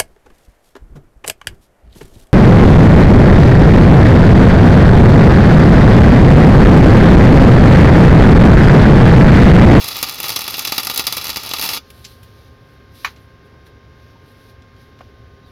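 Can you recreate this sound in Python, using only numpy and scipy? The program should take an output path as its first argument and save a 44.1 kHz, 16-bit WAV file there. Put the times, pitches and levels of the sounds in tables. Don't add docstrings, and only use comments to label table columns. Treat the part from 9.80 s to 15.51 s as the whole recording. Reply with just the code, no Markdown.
import sys
import numpy as np
from scipy import signal
from scipy.fft import rfft, irfft
from scipy.io import wavfile
from scipy.ndimage import uniform_filter1d

SR = 44100
rng = np.random.default_rng(int(sys.argv[2]) if len(sys.argv) > 2 else 0)


def makeup_ratio(level_db):
    decades = np.asarray(level_db, float) / 20
    return 10 ** decades


def generate_wav(signal):
    frames = np.transpose(np.atleast_2d(signal))
    scaled = np.clip(frames, -1, 1) * 32767
    pcm = np.round(scaled).astype(np.int16)
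    wavfile.write(sys.argv[1], SR, pcm)


N = 251811
T = np.arange(N) / SR


def level(x, db):
    return x * makeup_ratio(db) / np.sqrt(np.mean(x ** 2))


def colour(x, points):
    hz, db = np.transpose(points)
    f = np.maximum(np.arange(2049) * SR / 4096, 1)
    cep = irfft(np.interp(np.log(f), np.log(hz), db) * np.log(10) / 20)
    cep[1:2048] *= 2
    cep[2049:] = 0
    return signal.fftconvolve(x, irfft(np.exp(rfft(cep))))[:len(x)]


def band(x, lo_hz, hi_hz):
    return signal.sosfilt(signal.butter(2, [lo_hz, hi_hz], "bandpass", fs=SR, output="sos"), x)


def fade(t, t60_s):
    return np.exp(-np.log(1000) * t / t60_s)


def walk(rate_hz):
    k = int(SR / rate_hz)
    steps = np.repeat(rng.standard_normal(N // k + 1), k)
    w = uniform_filter1d(uniform_filter1d(steps, k), k)[:N]
    return w / w.std()


def add(out, start_s, sound):
    i = int(start_s * SR)
    out[i:i + len(sound)] += sound[:len(out) - i]


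def grains(per_s, scatter_db):
    hit = rng.random(N) < per_s / SR
    size = makeup_ratio(scatter_db * rng.exponential(size=N))
    return level(hit * rng.choice([-1., 1.], N) * size, 0)


# pitch_hz, width_hz, level_db
UNDERBODY = [(490, 19.6, -13.5), (782, 41, -6), (892, 72, -7.5), (1215, 71, -0.5), (1420, 51, -8),
             (1900, 26.7, -8.5), (2180, 12, -9), (2317, 124, -2), (2767, 42, -1), (2940, 54, 0),
             (3020, 25.6, -10), (3462, 68.2, 3), (3820, 87, -0.5), (4055, 36, -4), (4384, 87, -9),
             (4685, 180, 0), (4750, 66, -2.5), (5260, 128.3, -3.5), (5720, 37, -16.5), (6040, 25, -0.5),
             (6210, 53, -12), (6600, 100, -10), (7270, 65, -9.5)]
# pitch_hz, level_db
ARC_COLOUR = [(60, -22.5), (100, -3), (300, -3.5), (800, -23), (1700, -25), (2500, 4.5), (4500, -19),
              (5800, -9), (7000, -13), (9500, -1), (11000, -1), (13700, 0.5), (15500, -6.5), (17000, -32)]
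BOUNCES = [(3, .5), (7, -.6), (13, .65), (23, -.7), (37, .7), (59, .72)]


def gap_echo():
    bunch_s, tail_t60_s, tail_db, ring_db = .002, .11, -10, 16.5
    onset = slice(0, 170)
    t = T[:SR // 5]
    echo = 1. * (t == 0)
    for lag, g in BOUNCES:
        gap = np.zeros(lag - 1)
        echo = signal.lfilter(np.r_[-g, gap, 1], np.r_[1, gap, -g], echo)
    late = rng.standard_normal(len(t)) * fade(t, tail_t60_s) * (1 - np.exp(-t / bunch_s))
    echo = echo / echo[onset].std() + makeup_ratio(tail_db) * late

    f = np.arange(20, SR / 2, 10.)
    hz, db = np.transpose(ARC_COLOUR)
    power = makeup_ratio(2 * np.interp(np.log(f), np.log(hz), db))
    for pitch_hz, width_hz, level_db in UNDERBODY:
        power = power + makeup_ratio(2 * (level_db + ring_db)) / (1 + (2 * (f - pitch_hz) / width_hz) ** 2)
    own = uniform_filter1d(np.abs(rfft(echo, SR // 10)[2:len(f) + 2]) ** 2, size=8)
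    echo = colour(echo, np.c_[f, 10 * np.log10(power / own)])
    echo = echo * (1 + 2.1 * np.exp(-(t / .003) ** 2))

    thump = signal.filtfilt(*signal.butter(3, 1500, fs=SR), echo)
    crack = signal.filtfilt(*signal.butter(3, 1800, "high", fs=SR), echo)
    treble = signal.filtfilt(*signal.butter(2, 8000, "high", fs=SR), echo)
    return [p / p[onset].std() for p in (thump, crack - treble, treble)]


# start_s, crack_db, thump_share_db,
# treble_share_db
SNAPS = [(0.2277, -13.5, -9, 0.5), (0.4924, -18, -11.5, -2.5), (0.5607, -18, -11, -1),
         (.5625, -19.5, -4, -6), (.591, -23.5, -4, 2.5), (0.6072, -23.5, -33, -3.5),
         (0.6788, -24, -5, -0.5), (.7415, -20.5, -12.5, -8), (0.7807, -24.5, -2, -1.5),
         (0.7925, -19.5, -31, 1.5), (0.8502, -17, -27, -3.5), (0.8758, -17, -30, -17.5),
         (0.9218, -15.5, -3, -5), (.98, -15, -10, -3), (1.0699, -16.5, -3.5, -4), (1.0981, -17.5, -6.5, -4),
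         (1.1599, -22, -11, -0.5), (1.176, -15.5, -10, 0.5), (1.1945, -15.5, -4, -2),
         (1.2682, -13.5, -10, -3), (1.3247, -18, -7, -3.5), (1.3685, -21.5, -6, 0.5),
         (1.5005, -20, -29, -4), (1.5598, -18, -10.5, -8), (1.736, -16.5, -5, -5),
         (1.7948, -20.5, -3.5, -3), (1.8129, -19, -17, -2.5), (1.8246, -18, -11, -2),
         (1.8897, -15.5, -10, -7.5), (1.9332, -19, -11, -12)]
# start_s, level_db,
# treble_share_db
SMALL_SNAPS = [(.0434, -26, 3), (.0856, -23.5, 1), (.1668, -28.5, 3.5), (.2867, -27.5, -0.5),
               (.2952, -20, -4.5), (.4014, -22.5, 1.5), (.4302, -24.5, 0.5), (.4411, -21, -4), (.4828, -23, 0),
               (.5024, -19, -3), (.5193, -21, -10), (.6174, -23, -2), (.7385, -36.5, -6), (.8722, -25, 3),
               (.9973, -23.5, -6), (1.0023, -28, 1), (1.1127, -28.5, -1.5), (1.2792, -24, -6),
               (1.3655, -32, -4.5), (1.4427, -25, 2), (1.4528, -26.5, -2), (1.4684, -20.5, -7.5),
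               (1.4804, -26, -3), (1.4928, -20, -6), (1.5696, -21.5, -0.5), (1.7127, -20.5, -13),
               (1.7689, -27.5, -7), (1.7846, -24.5, -4), (1.8411, -33.5, -9), (1.8605, -26, -10)]
# time_s, sizzle_db
SIZZLE = [(0, -32), (.16, -31.5), (.35, -36), (.47, -31), (.72, -33.5), (.9, -32), (1.6, -35),
          (1.68, -36.5), (1.84, -27.5), (1.985, -32.5)]


def all_sparks(burn_db):
    spits, spit_over_db, spit_spread_db, spit_treble_db = 90, 3.5, -1.5, -2
    small_thump_db, small_spread_db = -9, 3
    first_spit = len(SMALL_SNAPS)
    chance = rng.standard_normal((first_spit + spits, 3))
    when_s = rng.random(spits) * SIZZLE[-1][0]
    spit_db = np.interp(when_s, T, burn_db) + spit_over_db + spit_spread_db * chance[first_spit:, 0]
    treble_db = spit_treble_db + small_spread_db * chance[first_spit:, 1]
    small = np.r_[SMALL_SNAPS, np.c_[when_s, spit_db, treble_db]]
    thump_db = small_thump_db + small_spread_db * chance[:, 2]
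    return np.r_[SNAPS, np.insert(small, 2, thump_db, axis=1)]


def arc():
    hush_db, hush_s = -4, .02
    flare_db, flare_t60_s = -9, .096
    sizzle_per_s, sizzle_scatter_db = 1500, 2.1
    sizzle_thump_db, sizzle_treble_db, treble_per_db = -8.5, -5, .83
    steady_db = np.interp(T, *np.transpose(SIZZLE))
    burning = uniform_filter1d(1. * (T >= SIZZLE[0][0]) * (T <= SIZZLE[-1][0]), 400)
    burn_db, flare = steady_db, np.zeros(N)
    for start_s, crack_db, *_ in SNAPS:
        choke = np.clip(1 - (start_s - T) / hush_s, 0, 1) ** .5 * (T < start_s)
        burn_db = burn_db + hush_db * choke
        add(flare, start_s, makeup_ratio(crack_db + flare_db) * fade(T[:SR // 4], flare_t60_s))
    sparks = all_sparks(burn_db)

    flicker_db = 1.2 * walk(60)
    fizz = grains(sizzle_per_s, sizzle_scatter_db) * np.hypot(makeup_ratio(burn_db), flare)
    fizz = fizz * makeup_ratio(flicker_db - 22.5) * burning
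    high_db = sizzle_treble_db + treble_per_db * (steady_db + 33)
    kicks = np.array([fizz * makeup_ratio(sizzle_thump_db), fizz, fizz * makeup_ratio(high_db)])

    shapes = rng.standard_normal((len(sparks), 40))
    for (start_s, level_db, thump_db, treble_db), z in zip(sparks, shapes):
        spark = .13 * z * fade(T[:40], .003)
        spark[0] = 1
        for kick, share_db in zip(kicks, (thump_db - .3, 0, treble_db + 2.6)):
            add(kick, start_s, spark * makeup_ratio(level_db + share_db - 3.2))
    return sum(signal.fftconvolve(k, p)[:N] for k, p in zip(kicks, gap_echo()))


# multiple, level_db
FAN_A = [(1, -63), (2, -58.5), (5, -88.5), (6, -76.5), (7, -73.5)]
FAN_B = [(4, -64.5), (6, -71.5)]
# pitch_hz, width_hz, level_db
CASE_HUM = [(72, 15, -52.5), (109, 18, -53.5), (250.8, 53, -59.5), (407, 41, -59), (477, 5.3, -71)]
ARM_MOVES_S = (2.7, 5.25)
A3_DB = (-64, -62, -74)
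A4_DB = (-80, -68, -76)
B5_DB = (-66, -67, -62.5)


def fans():
    fan_a_hz, fan_b_hz, arm_move_s = 530.5, 304.5, .3
    moves_s = np.add.outer(ARM_MOVES_S, [-arm_move_s / 2, arm_move_s / 2]).ravel()
    a3_db, a4_db, b5_db = (np.interp(T, moves_s, np.repeat(db, 2)[1:-1]) for db in (A3_DB, A4_DB, B5_DB))
    tones_a = [*FAN_A, (3, a3_db), (4, a4_db)]
    tones_b = [*FAN_B, (5, b5_db)]
    out = 0
    for blade_hz, tones in ((fan_a_hz, tones_a), (fan_b_hz, tones_b)):
        turn = np.cumsum(blade_hz * (1 + .000734 * walk(1.5))) / SR
        for k, level_db in tones:
            tone = np.sqrt(2) * np.sin(2 * np.pi * (k * turn + rng.random()))
            out = out + tone * makeup_ratio(level_db + .5 * walk(.54))
    for pitch_hz, width_hz, level_db in CASE_HUM:
        hum = band(rng.standard_normal(N), pitch_hz - width_hz / 2, pitch_hz + width_hz / 2)
        out = out + level(hum, level_db)
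    return out


# pitch_hz, density_db_per_hz
YARD = [(15, -38.5), (25, -9), (102, 2), (200, -9), (416, -11.5), (962, -21), (1070, -21), (1290, -24),
        (1560, -17), (1700, -21.5), (3820, -28), (5570, -31), (8140, -52), (10400, -44.5), (16000, -50)]


def yard():
    return level(colour(rng.standard_normal(N), YARD), -47.5) * makeup_ratio(.12 * walk(2.3))


# peak_s, rise_s, fall_s (both over 20
# dB), level_db, body_share_db
RUSTLE = [(2.0, .01, 1.2, -65.5, 8), (2.1, .015, -0.5, -64, -17), (2.2, .12, -0.3, -56, 1.5),
          (2.25, .03, -0.13, -56, 4.5), (2.43, .1, 0, -77, -14), (2.68, .6, 0, -65, 5.5),
          (2.91, .15, .1, -67, 0), (3.155, .03, 0.27, -55, 2), (3.21, .1, 0.14, -54, 4.5),
          (3.251, .005, .01, -43, 13), (3.37, .15, .15, -70, -3), (3.66, .025, .18, -68, -1.5),
          (3.868, .03, .03, -59, 3), (4.23, .2, 0.3, -68, 7), (4.49, .07, -0.2, -61.5, 1.5),
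          (4.699, .18, 0, -57, 4.5), (5.02, .11, 0.13, -60.5, 4.5), (5.19, .03, 0.87, -72, 7),
          (5.68, .07, 2.5, -68.5, -3)]
# pitch_hz, level_db
CLOTH = [(700, -37.5), (2500, 0), (4000, 7.5), (6500, 3.5), (10000, -16), (14000, -17), (16000, -15)]


def rustle():
    cloth = colour(rng.standard_normal(N) + .5 * grains(900, 2.0), CLOTH)
    body = level(band(cloth, 500, 9800), 0)
    sheen = level(band(cloth, 9400, 14000), 0)
    out = 0
    for peak_s, rise_s, fall_s, level_db, body_db in RUSTLE:
        slope_db = 20 * np.minimum((T - peak_s) / rise_s, (peak_s - T) / np.hypot(fall_s, .04))
        out = out + makeup_ratio(level_db + slope_db) * (sheen + makeup_ratio(body_db) * body)
    return out * makeup_ratio(1.3 * walk(30))


# start_s, level_db, centre_hz, treble_share_db, t60_s
TICKS = [(2.103, -46.5, 4000, 14, 0.058), (2.2436, -44, 5000, 1.0, 0.1), (2.249, -38, 5500, -9.5, 0.089),
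         (2.431, -52, 4070, 12, 0.1), (3.362, -55.5, 4000, -38, 0.17), (3.866, -55, 3500, -10, 0.082),
         (4.822, -53.5, 3920, -11, 0.024), (4.964, -58, 4100, -12, 0.033), (5.19, -49.5, 3020, -13.5, .03),
         (5.2075, -33.5, 1000, -38, 0.03), (5.208, -41, 650, -40, .05), (5.2125, -42, 1900, -23, 0.034),
         (5.208, -59, 3300, -25, 0.025)]
# start_s, level_db, pitch_hz, t60_s
PINGS = [(3.74, -52, 960, .12), (4.352, -44, 930, .1), (5.21, -50, 930, .1), (3.41, -62, 10600, .15),
         (3.40, -65, 12700, .2), (5.635, -55, 3800, .08), (5.647, -50, 3850, .07), (5.658, -54, 4550, .08),
         (5.667, -53, 3750, .07), (5.681, -52, 3600, .07), (2.246, -39, 4500, .07), (2.245, -40, 5700, .06),
         (2.247, -43, 3200, .07)]


def ticks():
    out, t = np.zeros(N), T[:SR // 5]
    for start_s, level_db, centre_hz, treble_db, t60_s in TICKS:
        z = rng.standard_normal((2, len(t))) * (fade(t, t60_s) + .47 * fade(t, .022))
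        knock = 3.45 * band(z[0], centre_hz / 2.46, centre_hz * 1.24)
        treble = .47 * makeup_ratio(treble_db) * band(z[1], 7700, 16000)
        add(out, start_s, makeup_ratio(level_db) * (knock + treble))
    for start_s, level_db, pitch_hz, t60_s in PINGS:
        jitter_rad = np.cumsum(rng.standard_normal(len(t))) * .07
        swell = 1 - fade(t, .14 * t60_s)
        ring = np.sin(2 * np.pi * pitch_hz * t + jitter_rad) * fade(t, t60_s) * swell
        add(out, start_s, makeup_ratio(level_db) * ring)
    return out


# start_s, blow_db, tilt_db_per_octave
DROP = [
    (3.2463, -14.5, 1.5),
    (3.2548, -29, -1),
    (3.272, -29, -6),
]
# pitch_hz, level_db, t60_s
TORCH = [(420, -26, .03), (830, -15, .03), (1050, -12, .04), (1138, -12, .06), (1270, -12, .065),
         (1460, -15, .05), (1665, -16, .07), (1783, -11, .06), (2250, -12, .06), (2457, -11, .06),
         (3000, -16, .06), (3950, -22, .08), (4500, -24, .05), (5750, -22, .025)]


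def torch():
    out, t = np.zeros(N), T[:SR // 4]
    for start_s, blow_db, tilt_db in DROP:
        body = 0
        for pitch_hz, level_db, t60_s in TORCH:
            strike = makeup_ratio(level_db + tilt_db * np.log2(pitch_hz / 1200)) * rng.choice([-1, 1])
            body = body + strike * np.sin(2 * np.pi * pitch_hz * t) * fade(t, t60_s)
        z = rng.standard_normal((2, len(t)))
        crack = band(band(z[0], 800, 2600), 720, 4200) * fade(t, .12)
        crack = crack + makeup_ratio(-19.5) * band(z[1], 3000, 15000) * fade(t, .03)
        blow = (1 - fade(t, .009)) * (1 + 1.77 * fade(t, .019))
        add(out, start_s, makeup_ratio(blow_db) * (makeup_ratio(4.5) * body + makeup_ratio(3.0) * crack) * blow)
    return out


def scene():
    return (arc() + fans() + yard() + rustle() + ticks() + torch())[None]


def band_limit(x):
    return signal.sosfilt(signal.butter(12, 16820, fs=SR, output="sos"), x)


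def record(dry):
    port_hz, port_width_hz, port_depth, top_hz = 8300, 1000, .93, 15900
    peak = signal.lfilter(*signal.iirpeak(port_hz, port_hz / port_width_hz, fs=SR), dry)
    x = np.tanh((dry - port_depth * peak) / 1.6) * 1.6
    x = signal.sosfilt(signal.ellip(5, .3, 18, top_hz, fs=SR, output="sos"), x)
    return band_limit(x)


dry = scene()
out = record(dry)
generate_wav(out)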